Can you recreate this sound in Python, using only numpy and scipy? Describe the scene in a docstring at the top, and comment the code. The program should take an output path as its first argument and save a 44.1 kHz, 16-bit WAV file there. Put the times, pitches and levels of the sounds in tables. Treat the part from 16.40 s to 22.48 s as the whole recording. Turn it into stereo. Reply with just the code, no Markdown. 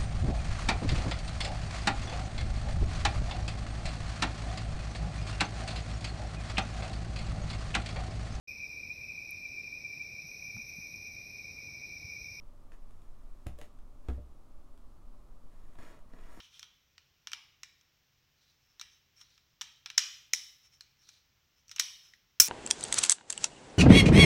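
"""A plastic battery cover locks with a hard crack that overloads the microphones, ending the scene.
Before it, two small batteries tick, scrape and snap against their springs in the grip of a handheld tool,
fingers rub the plastic and the cover swings shut. Impacts and stick-slip friction excite the resonant
modes of the case; springs and cover ring on after each blow. A small, live room adds reflections and
reverberation, and a thin top-treble hiss lingers after each blow, over a faint rumble, hum and hiss."""
import sys
import numpy as np
from scipy import signal
from scipy.fft import rfft, irfft, next_fast_len
from scipy.io import wavfile
from scipy.ndimage import map_coordinates

SR = 44100
rng = np.random.default_rng(int(sys.argv[2]) if len(sys.argv) > 2 else 0)


def wav_out(sig):
    """Save sig, one row per channel (or a flat mono array), as 16-bit PCM at SR to the path in sys.argv[1]."""
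    wavfile.write(sys.argv[1], SR, np.round(np.clip(np.atleast_2d(sig).T, -1, 1) * 32767).astype(np.int16))


N = 268128
LATCH_S = 5.9997  # the cover locks


# Rebounds of the cover: (time after locking [s], level re the first blow [dB])
COVER_REBOUNDS = [(.0034, -7), (.0062, -17.5), (.0098, -25), (0.0147, -24.5), (0.019, -15.5)]

def latch(db, knock_db, ring_db, edge_db, wall_hz, wall_db, contact_ms, pan_db):
    """Impact and rebound: the cover locks with the hardest blow, then settles in weaker ones."""
    return [(LATCH_S + delay, db + softer_db, knock_db, ring_db, edge_db,
             wall_hz, wall_db, contact_ms, pan_db)
            for delay, softer_db in [(0, 0), *COVER_REBOUNDS]]


def catch():
    """Damped resonance: the small, stiff catch rings briefly in the top treble as it locks."""
    track, t = np.zeros((2, N)), np.arange(SR // 8) / SR
    zing = unit(filtered(stereo_noise(len(t), alike=0.2), lambda f: resonance(f, hz=15010, width=980) ** 2))
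    add(track, LATCH_S, zing * decay(t, db=-17.5, t60=0.11))
    return track


# Spectrum of the jolted grip: (frequency [Hz], relative level [dB])
GRIP_SPECTRUM = [(20, -25), (40, -9), (60, 4), (100, -4), (170, -16), (260, -19), (450, -19), (1200, -46)]

def thud():
    """Recoil: the latch jolts the whole grip in the hand, giving a low, damped thud."""
    track, t = np.zeros((2, N)), np.arange(SR // 4) / SR
    body = shaped_noise(len(t), GRIP_SPECTRUM, alike=0.58)
    add(track, LATCH_S, body * decay(t, db=-42, t60=0.155) * amp([[-9], [3]]))
    return track


# A battery seats or the cover shuts: (time [s], relative level [dB], knock [dB], ring [dB], edge [dB],
# wall frequency [Hz], wall strength [dB], contact time [ms])
SEATING_BLOWS = [(3.5793, -14, -15.5, 2.9, -13, 3830, 3.4, 2.4),
                 (3.9349, -21, -14.5, 5.1, -6.5, 2310, 10, 1.1),
                 (5.3968, -18.5, -14, 4, -7.5, 3920, 0.76, 3.4)]
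# Slip, strike and rebound: (time from the strike [s], relative level [dB])
SNAP_PHASES = [(-.0026, -17), (0, 0.5), (.0006, -6)]

def snaps(pan_db=0.3):
    """Snap-through: a part slips over its lip, strikes its seat and rebounds."""
    return [(s + delay, db + phase_db, knock_db, ring_db, edge_db, wall_hz, wall_db, contact_ms, pan_db)
            for s, db, knock_db, ring_db, edge_db, wall_hz, wall_db, contact_ms in SEATING_BLOWS
            for delay, phase_db in SNAP_PHASES]


# A battery or the cover taps the case: (time [s], relative level [dB], hardness [dB],
# wall frequency [Hz], wall strength [dB], contact time [ms], left minus right [dB])
LIGHT_BLOWS = [(0.002, -37, -16, 3150, 14, 5, 0.5), (0.1942, -45, 2.5, 3230, 1, 2, -4),
               (0.2285, -35.5, -8.5, 3150, 7, 2.83, -1.5), (0.58, -43.5, -10.5, 4570, 0, 2.03, -1),
               (0.8721, -32.5, -4.5, 3200, 5, 0.6, 2), (0.9177, -36.5, -3.5, 2360, 0, 1.6, 1),
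               (0.9325, -27.5, -6.5, 3040, 9.5, 1.74, -7), (1.2326, -36, -2, 2240, 1, 2.96, 4),
               (1.411, -58.5, -2, 3200, 4, 3.7, -0.5), (2.397, -37, -6.5, 3760, 13, 0.56, -1.5),
               (2.4127, -33.5, -2, 3700, 4.5, 3.04, 4), (2.8124, -43, -5.5, 3180, 4, 4.1, 2),
               (2.9778, -53, -7, 3600, 3, 3.9, 1), (3.2116, -30, -4.5, 3260, 17.5, 1.2, 3),
               (3.2162, -29.5, -2, 3260, 18.5, 1.96, 4), (3.4596, -29.5, -9.5, 3280, 2.5, 3.9, 1.5),
               (3.5014, -34.5, -6, 2570, 0, 2.3, -4), (4.4084, -41, -1.5, 4160, 16, 1.35, -0.5),
               (4.6894, -48, 1.5, 3910, 6, 4.24, 0.5), (5.2816, -62, 10, 4310, 6, 1.8, 2),
               (5.2942, -51, 4, 2505, 7, 1.67, -1), (5.3133, -38.5, -0.5, 3510, 2, 7, 0),
               (5.3615, -35, -1, 2700, 10, 4.3, 1), (5.383, -34, -19, 2490, 11, 3.4, 3),
               (5.736, -48, -11, 1790, 15, 2.4, -3.5)]

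def taps(knock_db=-12, edge_db=-13, edge_per_hardness=0.93):
    """Contact stiffness: the harder a light blow, the more energy reaches the upper registers."""
    return [(s, db, knock_db, hardness_db, edge_db + edge_per_hardness * hardness_db,
             wall_hz, wall_db, contact_ms, pan_db)
            for s, db, hardness_db, wall_hz, wall_db, contact_ms, pan_db in LIGHT_BLOWS]


# Free modes of the steel springs and the cover: (frequency [Hz], relative level [dB], 60 dB decay time [s])
RINGING_MODES = [(1340, -14.5, 0.021), (5170, -19, 0.055), (6820, -12.5, .07), (6970, -17.5, 0.087),
                 (7100, -25.5, .08), (14900, -24.5, 0.062)]
# Limits of the knock, middle, ring and edge registers: (frequency [Hz])
REGISTER_LIMITS = [780, 1900, 4600, 8000, 17500]

def impact(knock_db, ring_db, edge_db, wall_hz, wall_db, contact_ms, pan_db):
    """Impulse excitation: a blow and its chatter ring the case; register levels are re the middle one."""
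    t = np.arange(SR // 12) / SR
    progress = t / (contact_ms / 1000)
    contact = (1 - np.exp(-progress / 0.14)) * np.exp(-progress / 0.83)
    settling = amp(-17) * np.exp(-t / .009)
    chatter = (contact + settling) * stereo_noise(len(t), alike=0.37)
    force = chatter / np.linalg.norm(chatter, axis=1, keepdims=True)
    force[:, np.searchsorted(progress, .15)] += amp(-3)  # the main blow, the same on both sides
    shell = unit(filtered(force, lambda f: case(f, wall_hz, wall_db, wall_width=590)))
    for hz, db, t60 in RINGING_MODES:
        shell += decay(t, db, t60) * np.sin(2 * np.pi * (hz * t + rng.random((2, 1))))
    sound = amp(-43) * unit_band(force, 150, 550, order=2)  # the blow faintly nudges the whole grip
    for lo, hi, db in zip(REGISTER_LIMITS, REGISTER_LIMITS[1:], [knock_db, 0, ring_db, edge_db]):
        sound += amp(db) * unit_band(shell, lo, hi, order=4)
    return sound * amp(-17 + np.array([[pan_db], [-pan_db]]) / 2)


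def impacts(blows, wall_share):
    """Superposition: all blows add on one track; wall_share scales the struck wall's strength in dB."""
    track = np.zeros((2, N))
    for s, db, knock_db, ring_db, edge_db, wall_hz, wall_db, contact_ms, pan_db in blows:
        sound = impact(knock_db, ring_db, edge_db, wall_hz, wall_share * wall_db, contact_ms, pan_db)
        add(track, s - .0003, amp(db) * sound)
    return track


# Modes of the loaded case: (frequency [Hz], nominal bandwidth [Hz], relative level [dB])
CASE_MODES = [(1060, 410, -12.5), (1364, 440, -2.5), (1800, 490, -4.5), (2385, 400, 1), (3040, 600, 1.5),
              (3853, 730, -0.5), (4640, 620, -13.5), (5415, 370, 6), (5827, 560, 7), (6530, 460, -3),
              (7780, 3200, -12), (10390, 2100, -15), (12730, 1200, -19.5), (14130, 1100, -14)]

def case(f, wall_hz, wall_db, wall_width):
    """Modal response: the modes of the case and the note of the touched wall add in power."""
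    modes = [*CASE_MODES, (wall_hz, wall_width, wall_db)]
    power = sum(amp(db) ** 2 * abs(resonance(f, hz, width)) ** 3 for hz, width, db in modes)
    cepstrum = irfft(np.log(power + 1e-8) / 2)
    cepstrum[1:] *= 2  # minimum phase: the ringing follows its cause
    return np.exp(rfft(cepstrum[:len(f) - 1], len(cepstrum)))


# A battery or finger slides on plastic: (peak time [s], half duration [s], level [dB], frequency [Hz])
SLIDE_STROKES = [(0.039, 0.052, -56.5, 3120), (0.191, 0.071, -56, 3340), (2.07, .08, -68.5, 4100),
                 (2.901, 0.091, -67.5, 4050), (4.72, 0.082, -62, 4080)]
# A pressed part creeps and squeaks: (peak time [s], half duration [s], level [dB], frequency [Hz])
SQUEAK_STROKES = [(2.297, 0.15, -75, 5300), (2.536, 0.038, -67, 6150), (2.8, .03, -53.5, 5470),
                  (4.245, 0.028, -58, 5480), (4.35, .025, -61, 5400), (4.619, 0.027, -62.5, 5480),
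                  (5.199, 0.024, -66.5, 5310), (5.304, 0.021, -54.5, 5800), (5.66, 0.076, -59.5, 5270)]

def friction(slips_per_s=2500, jerks_per_s=45, jerk_db=2.5):
    """Stick-slip friction: tiny slips excite the case; on a spring they squeak in a narrow band."""
    track = np.zeros((2, N))
    jerks = map_coordinates(rng.standard_normal(N // 100), [np.arange(N) * jerks_per_s / SR])
    for strokes, note_db, width_hz in [(SLIDE_STROKES, 13, 970), (SQUEAK_STROKES, 16.5, 180)]:
        for s, half_s, db, hz in strokes:
            t = np.arange(max(s - 2 * half_s, 0), s + 2 * half_s, 1 / SR)
            roughness = stereo_noise(len(t), alike=0.16)
            slips = (rng.random(len(t)) < slips_per_s / SR) * rng.uniform(.5, 1.6, len(t))
            scrape = unit(filtered(roughness * (0.38 + slips), lambda f: case(f, hz, note_db, width_hz)))
            swell = np.exp(-((t - s) / half_s) ** 2)
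            add(track, t[0], amp(db) * scrape * swell)
    return track * unit(amp(jerk_db * jerks))


# Early reflections from nearby walls: (delay [s], gain [dB])
REFLECTIONS = [(.0062, -27.5), (.0096, -21.5), (0.0132, -19), (0.0137, -23.5), (0.025, -25)]
# Decay of the tail: room reverberation, plus a thin top-treble hiss lingering after each blow:
# (frequency [Hz], 60 dB decay time [s])
TAIL_DECAY = [(200, 0.28), (1200, 0.55), (3000, 0.67), (6000, 0.48), (10000, .48), (14000, 0.99)]
# Colour of the diffuse tail: (frequency [Hz], gain [dB])
TAIL_COLOUR = [(100, -14), (700, 8.5), (1500, -4), (3000, -2.5), (5500, 0), (9000, -4.5), (15000, -7.5)]

def room(x, tail_db, build_s):
    """Reflection and diffusion: nearby walls answer, then the room reverberates; a thin hiss lingers."""
    hz, t, spectra = signal.stft(rng.standard_normal((2, 2, SR * 2 // 3)), SR, nperseg=256)
    fade = decay(t, db=0, t60=log_interp(TAIL_DECAY, hz)[:, None])
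    build = 1 - np.exp(-t / build_s)
    tail = signal.istft(spectra * fade * build, SR, nperseg=256)[1]
    tail /= np.linalg.norm(tail[0])
    response = amp(tail_db) * filtered(tail, lambda f: amp(log_interp(TAIL_COLOUR, f)))
    for delay, db in REFLECTIONS:
        arrival = np.round((delay + rng.normal(0, .00015, 2)) * SR).astype(int)
        response[[0, 1], [0, 1], arrival] += amp(db)  # left to left, right to right
    return signal.fftconvolve(x[None], response, axes=2).sum(axis=1)[:, :N]


# Room rumble and microphone hiss: (frequency [Hz], relative spectral density [dB])
RUMBLE_SPECTRUM = [(20, -12.5), (45, -2), (75, 0.5), (105, -5.5), (135, -3), (200, -12), (300, -16),
                   (380, -16), (600, -24.5), (2000, -64)]
HISS_SPECTRUM = [(100, -10.5), (600, -4), (1500, -0.5), (3000, 2), (4600, -2.5), (5600, 2.5), (7000, -8.5),
                 (10000, -26), (13500, -8.5), (16000, -6)]
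# Steady hum in the room: (frequency [Hz], level [dB])
HUM_TONES = [(86, -89), (129, -87.5)]

def noise_floor():
    """Stationary noise: broadband rumble and hiss lie under everything, with a faint tonal hum."""
    rumble = shaped_noise(N, RUMBLE_SPECTRUM, alike=0.15)
    hiss = shaped_noise(N, HISS_SPECTRUM, alike=0)
    hum = sum(amp(db) * unit(np.sin(2 * np.pi * hz * np.arange(N) / SR)) for hz, db in HUM_TONES)
    return amp(-76.5) * rumble + amp(-70.5) * hiss + hum


def amp(db):
    """Amplitude ratio of a level in decibels."""
    return 10 ** (np.asarray(db) / 20)


def unit(x):
    """Normalisation to unit RMS."""
    return x / np.sqrt(np.mean(x ** 2) + 1e-20)


def decay(t, db, t60):
    """Exponential damping: the level starts at db and falls 60 dB in t60 seconds."""
    return amp(db - 60 * t / t60)


def resonance(f, hz, width):
    """Velocity response of a damped oscillator, unity at its peak."""
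    return 1j * f * width / (hz * hz - f * f + 1j * f * width)


def log_interp(points, hz):
    """Interpolation of (frequency [Hz], value) points on a logarithmic frequency axis."""
    frequencies, values = np.transpose(points)
    return np.interp(np.log(hz + 1), np.log(frequencies), values)


def filtered(x, response):
    """Linear filtering: the spectrum of x is multiplied by a frequency response."""
    n = x.shape[-1]
    padded = next_fast_len(n + SR // 8)
    return irfft(rfft(x, padded) * response(np.fft.rfftfreq(padded, 1 / SR)), padded)[..., :n]


def unit_band(x, lo, hi, order):
    """Band-pass filtering from lo to hi [Hz], at unit RMS."""
    return unit(signal.sosfilt(signal.butter(order, [lo, hi], "band", fs=SR, output="sos"), x))


def stereo_noise(n, alike):
    """Partial coherence: two white noises share the fraction alike of their power."""
    return np.sqrt(alike) * rng.standard_normal(n) + np.sqrt(1 - alike) * rng.standard_normal((2, n))


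def shaped_noise(n, spectrum, alike):
    """Spectral shaping of stereo noise, at unit RMS."""
    return unit(filtered(stereo_noise(n, alike), lambda f: amp(log_interp(spectrum, f))))


def add(track, s, sound):
    """Superposition of a sound on a track at time s."""
    start = max(round(s * SR), 0)
    part = track[:, start:start + sound.shape[-1]]
    part += sound[:, :part.shape[-1]]


def scene():
    """Direct and diffuse fields: the handling is heard both ways, over the noise floor."""
    blows = taps() + snaps() + latch(db=-14.5, knock_db=-10.5, ring_db=12.5, edge_db=11,
                                     wall_hz=5497, wall_db=10, contact_ms=4.75, pan_db=-2)
    rubs_and_catch = friction() + catch()
    # the struck wall faces the microphones, and its sound reaches the left one first
    facing = impacts(blows, wall_share=1) + rubs_and_catch
    lag_s = np.array([[0], [.000155]])
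    direct = filtered(facing, lambda f: np.exp(-2j * np.pi * f * lag_s))
    # all sides of the case radiate into the room, so that single wall stands out less
    all_sides = impacts(blows, wall_share=.3) + rubs_and_catch
    echoes = room(all_sides, tail_db=-7, build_s=0.0023)
    return (direct + echoes) * amp([[-.8], [.8]]) + thud() + noise_floor()


def record(dry):
    """Overload and band limiting: the hardest crack clips at full scale, then meets a steep low-pass."""
    cutoff_hz = 16350
    clipped = np.clip(dry, -1, 1)
    return filtered(clipped, lambda f: 1 / np.sqrt(1 + (f / cutoff_hz) ** 240))


dry = scene()
out = record(dry)
wav_out(out)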